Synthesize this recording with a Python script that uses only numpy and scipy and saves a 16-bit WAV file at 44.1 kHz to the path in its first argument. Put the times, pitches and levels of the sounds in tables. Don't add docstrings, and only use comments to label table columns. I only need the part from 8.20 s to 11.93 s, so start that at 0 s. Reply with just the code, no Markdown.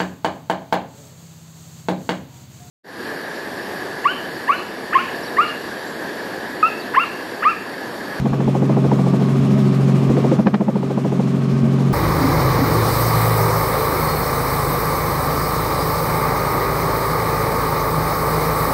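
import sys
import numpy as np
from scipy import signal
from scipy.io import wavfile

SR = 44100
rng = np.random.default_rng(int(sys.argv[2]) if len(sys.argv) > 2 else 0)


def undo_db(level):
    steps = np.asarray(level, float) / 20
    return 10 ** steps


def transcribe(u):
    v = np.clip(np.atleast_2d(u).T, -1, 1)
    q = np.round(v * 32767).astype(np.int16)
    wavfile.write(sys.argv[1], SR, q)


N = 164493

# (time [s], rate [Hz])
FIRING = [(0, 135.9), (.9, 136.2), (1.2, 136.4), (2.0, 136.3), (2.3, 136.7), (2.7, 136.9), (3.1, 136.6),
          (3.73, 136.3)]
# (time [s], gain [dB], exhaust note [dB], other orders [dB], roar [dB])
MIX_RIDE = [(0, -4.5, -17, -2, 0), (.3, -2.5, -17, 0.5, 0.5), (.7, -1.5, -16.5, -0.3, 1.2),
            (.95, -0.5, -18, 0.5, -1.2), (1.1, 0, -18, 0.4, -1.6), (1.5, 0, -17, 0, -1.5),
            (1.75, 0.6, -16, -2.5, -0.9), (1.9, .5, -17.5, 1, -1.5), (2.15, 0, -19.5, 0.3, 1.3),
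            (2.21, -3.5, -19, -4.5, -1), (2.25, -6, -19.5, .1, 1.5), (2.4, -8, -20.5, -7.5, 1),
            (2.5, -7, -20.5, -0.5, 1), (2.7, -4, -20.5, -0.2, -1), (3.0, -2.5, -20, -1.5, -1),
            (3.3, -2.5, -16, 0, -1), (3.55, -1.5, -15.5, 2, -0.3), (3.73, -0.5, -17, -2.3, -0.5)]
# (cycles per two crank turns, level against the firing note [dB], flutter [dB])
ENGINE_ORDERS = [(7, -16.5, 5), (8, -6.5, 2.64), (9, -13, 6.5), (10, -7.5, 2), (11, -14.5, -1.8),
                 (12, -11, -0.2), (13, -27.5, 3), (16, -22.5, 4.5), (17, -13, 0.25), (18, -25, 3),
                 (27, -30.5, -2), (35.7, -39, 5.5), (48, -27.5, .6), (51, -33.5, 4.5), (53.7, -31.5, 1.5),
                 (56, -34.5, 3), (68.5, -42.5, -7.5), (83.5, -61, 2.5)]
# (frequency [Hz], level [dB])
GEAR_WHINES = [(4516, -73), (5132, -83), (5337, -64), (6774, -83), (8211, -76), (8500, -79), (8621, -101)]
# (frequency [Hz], level [dB], t60 [s])
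AIRFRAME = [(407.4, -37.5, 0.18), (630, -42, 0.28), (1135, -43.5, 0.0093), (2360, -52.5, 0.0045)]
# (frequency [Hz], density [dB per Hz])
ROAR = [(30, -51), (100, -10), (150, 0), (230, -0.8), (420, -8.5), (1200, -21), (1600, -31), (2500, -30.5)]
# (frequency [Hz], density [dB per Hz])
HISS = [(700, -2), (1500, -2), (3000, -3.5), (5000, -9), (7500, -13), (9500, -21), (12000, -20),
        (16500, -36)]
# (time [s], push [dB], edge [dB], brightness [dB per octave], crack [dB])
PASSES = [(-.017, -27, -14, 12, -49), (0.057, -7, -10.5, 2.5, -37), (0.131, -10, -13, 3, -31),
          (0.203, -12, -13.5, 2, -35), (.278, -6, -11, 4.5, -42), (.349, -16, -9, 6, -50),
          (0.423, -7.5, -9.5, -4, -55), (.496, -11, -8.5, -2, -52), (0.569, -11, -9, 4, -64),
          (0.646, -23, -8, -1, -38), (.717, -11.5, -7, 7, -50), (.791, -31, -11.5, 4, -45),
          (0.865, -29, -11.5, -5, -49), (0.937, -5.5, -12.5, -4, -50), (1.010, -11, -14, -1, -51),
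          (1.083, -15, -26, -3, -36), (1.305, -22, -29, 1, -43), (1.451, -23, -24, -10, -37),
          (1.824, -4, -20, -1, -51), (1.897, -8, -9, -15, -42), (1.971, -8, -6, -15, -43),
          (2.044, -6, -6.5, -3, -56), (2.118, -13, -4, -10, -54), (2.191, -3.5, -10.5, 2, -36),
          (2.268, -1, -7.5, 7.5, -22.5), (2.341, -2.5, -12, 8, -21), (2.41, -4.5, -9.5, 2, -44),
          (2.483, -5.5, -11.5, 7, -42), (2.557, -5, -15, 4, -52), (2.629, -12, -16, 5.5, -39),
          (2.703, -15, -13.5, -1, -44), (2.777, -10, -11.5, 3, -46), (2.849, -9, -11, 1.5, -53),
          (2.922, -12, -11, -4, -51), (2.996, -8, -12, 0.5, -52), (3.071, -13, -23, -1, -39),
          (3.366, -11, -33, -.7, -39.5), (3.805, -18, -28, 0.1, -45)]
# (delay [ms], low push [dB], sharp edge [dB], crack [dB])
VORTICES = [
    (-17, -11.5, -33, -48),
    (-12, -5, -40, -40),
    (-7.5, 0.2, -13, -26),
    (-2, 1, 1, -10.5),
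    (0.68, -25, 0, -2.5),
    (2.5, -3, -4, -0.6),
    (7, -6.5, -4, -16),
    (10.5, -10.5, -4.5, -12),
    (13, -8.5, -5, -13.5),
]
# (frequency [Hz], level [dB], t60 [s])
CABIN = [(281, 0.5, 0.06), (434, -0.5, 0.038), (502, -0.5, 0.041), (554, 0, 0.044), (632, -2.5, 0.035),
         (703, -5, 0.038), (802, -2.5, 0.031), (972, -7, 0.022), (1150, -11.5, 0.012)]
# (frequency [Hz], level [dB], t60 [s])
PANELS = [(1140, 8.5, 0.025), (1450, 6.5, 0.0078), (1570, 3, 0.025), (1796, 3, 0.016), (1920, -3.5, 0.02)]
# (time [s], level [dB], sign of pressure)
BUFFETS = [(.004, -13.5, 1), (0.111, -17, -1), (.262, -18, 1), (.67, -17, 1), (1.198, -20, 1),
           (1.235, -20, 1), (1.334, -16, 1), (1.894, -14, 1), (2.197, -22, 1), (3.335, -18, 1),
           (3.436, -16, 1), (3.695, -16, 1)]

PASS_S = 0.0735
LEAD_S = 0.1
SCATTER_DB = 1.3


def rms_one(x):
    return x / np.sqrt(np.mean(x ** 2) + 1e-20)


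def in_time(rows):
    s, *columns = np.transpose(rows)
    return [np.interp(np.arange(N) / SR, s, column) for column in columns]


def drift(rate):
    r = np.exp(-80 * np.pi * rate / SR)
    slow = signal.lfilter([1], [1, -2 * r, r * r], rng.standard_normal(N // 40 + 2002))[2000:]
    return np.interp(np.arange(N) / 40, np.arange(len(slow)), rms_one(slow - slow.mean()))


def ring(drive, hz, t60):
    r = undo_db(-60 / (t60 * SR))
    w = 2 * np.pi * hz / SR
    return signal.lfilter([0, np.sin(w)], [1, -2 * r * np.cos(w), r * r], drive + 1e-18)


def band(order, low_hz, high_hz):
    return signal.butter(order, [low_hz, high_hz], "band", fs=SR, output="sos")


def highpass(order, hz):
    return signal.butter(order, hz, "high", fs=SR, output="sos")


def lowpass(order, hz):
    return signal.butter(order, hz, fs=SR, output="sos")


def pass_numbers():
    s = np.array(PASSES)[:, 0]
    return np.concatenate([[0], np.cumsum(np.round(np.diff(s) / PASS_S))])


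def engine(note_db, orders_db):
    cycle = 2 * np.pi * np.cumsum(in_time(FIRING)[0]) / SR / 6
    out = undo_db(note_db + 0.5 * drift(11.0)) * np.sin(6 * cycle + 0.91 + 0.11 * drift(41.0))
    for order, db, flutter_db in ENGINE_ORDERS:
        wobble = 0.012 * order * drift(3.9) + 2 * np.pi * rng.random()
        level_db = note_db.mean() + orders_db + db + flutter_db * drift(3.7)
        out += undo_db(level_db) * np.sin(np.round(order) * cycle + wobble)
    return np.sqrt(2) * out


def gears():
    t = np.arange(N) / SR
    out = np.zeros(N)
    for hz, db in GEAR_WHINES:
        level = np.sqrt(2) * undo_db(db + 1.5 * drift(3.0))
        out += level * np.sin(2 * np.pi * hz * t + 0.44 * drift(2.5))
    return out


def airframe():
    return sum(undo_db(db) * rms_one(ring(rng.standard_normal(N), hz, t60)) for hz, db, t60 in AIRFRAME)


def airflow(spectrum, patchy_db, swish_db, swish_db_per_octave):
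    lag, skew, lag_per_octave = 0.28, 0.33, 0.018
    passes = np.interp(np.arange(N) / SR, np.array(PASSES)[:, 0], pass_numbers())
    turn = 2 * np.pi * (passes - lag)
    together = drift(26.0)
    hz_points, db_points = np.transpose(spectrum)
    octaves = np.arange(0, np.log2(15300 / hz_points[0]) + 0.3, 1 / 3)
    edges = hz_points[0] * 2 ** octaves
    white = rng.standard_normal((2, N))
    out = np.zeros(N)
    for k, (low, high) in enumerate(zip(edges, edges[1:])):
        hz = np.sqrt(low * high)
        height = np.log2(hz / 4000)
        level_db = np.interp(np.log(hz), np.log(hz_points), db_points, right=-80)
        late = turn - 2 * np.pi * lag_per_octave * height
        swell = np.cos(late + skew * np.cos(late))
        flicker_db = patchy_db * (together + 2.25 * drift(7.4))
        swing_db = flicker_db + (swish_db + swish_db_per_octave * height) * swell
        out += undo_db(level_db + swing_db) * signal.sosfilt(band(2, low, high), white[k % 2])
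    return rms_one(out)


def suction_spikes(clicks):
    return -signal.sosfilt(band(1, 450, 1100), signal.lfilter([0.15], [1, -0.85], clicks))


def crack_bursts(clicks):
    burst = signal.lfilter([1], [1, -np.exp(-1 / (0.0018 * SR))], clicks)
    burst = signal.lfilter([1 - np.exp(-1 / (0.00095 * SR))], [1, -np.exp(-1 / (0.00093 * SR))], burst)
    tint = np.vstack([band(1, 900, 2000), lowpass(4, 5500)])
    return 2 * signal.sosfilt(tint, burst * rng.standard_normal(N + SR))


def slaps():
    number = np.arange(pass_numbers()[-1] + 1)
    columns = np.transpose(PASSES)
    s, push, edge, bright, crack = (np.interp(number, pass_numbers(), c)[:, None] for c in columns)
    delay_ms, push_db, edge_db, crack_db = np.transpose(VORTICES)
    chance = rng.standard_normal((len(s), 3 + len(CABIN) + len(PANELS), len(delay_ms)))
    at = ((s + delay_ms / 1000 + 0.00021 * chance[:, 0] + LEAD_S) * SR).astype(int)

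    def train(db):
        clicks = np.zeros(N + SR)
        np.add.at(clicks, at, undo_db(db))
        return clicks

    out = ring(train(push + push_db - 7 + 0.77 * chance[:, 1]), hz=210.2, t60=0.051)

    tilt = bright - 0.92 * np.maximum(delay_ms - delay_ms[np.argmax(edge_db)], 0)
    for k, (hz, db, t60) in enumerate(CABIN):
        colour_db = (tilt if hz > 530 else np.maximum(tilt, 0)) * np.log2(hz / 530)
        strike_db = edge + edge_db + db + colour_db - 8.5 + SCATTER_DB * chance[:, 3 + k]
        out += (-1) ** k * ring(train(strike_db), hz, t60)

    for k, (hz, db, t60) in enumerate(PANELS):
        strike_db = crack + 1.02 * crack_db + db - 3 + SCATTER_DB * chance[:, -1 - k]
        out += (-1) ** k * ring(train(strike_db), hz, t60)

    out += suction_spikes(train(edge + edge_db + 22 - 4.5 * np.abs(delay_ms + 0.95)))
    out += crack_bursts(train(crack + crack_db + 8 + SCATTER_DB * chance[:, 2]))
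    walls = np.vstack([highpass(4, 140), lowpass(2, 4000)])
    start = int(LEAD_S * SR)
    return signal.sosfilt(walls, out)[start:start + N]


def buffets():
    width_s = 0.002
    t = np.arange(N) / SR
    bumps = np.zeros(N)
    for s, db, sign in BUFFETS:
        bumps += np.sign(sign) * undo_db(db) * np.exp(-0.5 * ((t - s) / width_s) ** 2)
    return signal.sosfilt(highpass(2, 45), bumps)


def scene():
    gain_db, note_db, orders_db, roar_db = in_time(MIX_RIDE)
    roar = undo_db(-24 + roar_db) * airflow(ROAR, patchy_db=0.47, swish_db=3.5, swish_db_per_octave=0.91)
    hiss = undo_db(-40.5) * airflow(HISS, patchy_db=0.5, swish_db=1.38, swish_db_per_octave=0.93)
    steady = undo_db(gain_db) * (engine(note_db, orders_db) + gears() + airframe() + roar + hiss)
    return (steady + slaps() + buffets())[None]


def low_pass(x):
    return signal.sosfilt(signal.butter(12, 15330, fs=SR, output="sos"), x)


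def record(dry):
    thin = signal.sosfilt(highpass(2, 54), dry)
    held = 0.73 * np.tanh((np.abs(thin) / 0.68) ** 3.007) ** (1 / 2.974) * np.sign(thin)
    mix = signal.sosfilt(signal.cheby2(16, 60, 15650, fs=SR, output="sos"), held)
    return low_pass(mix)


dry = scene()
out = record(dry)
transcribe(out)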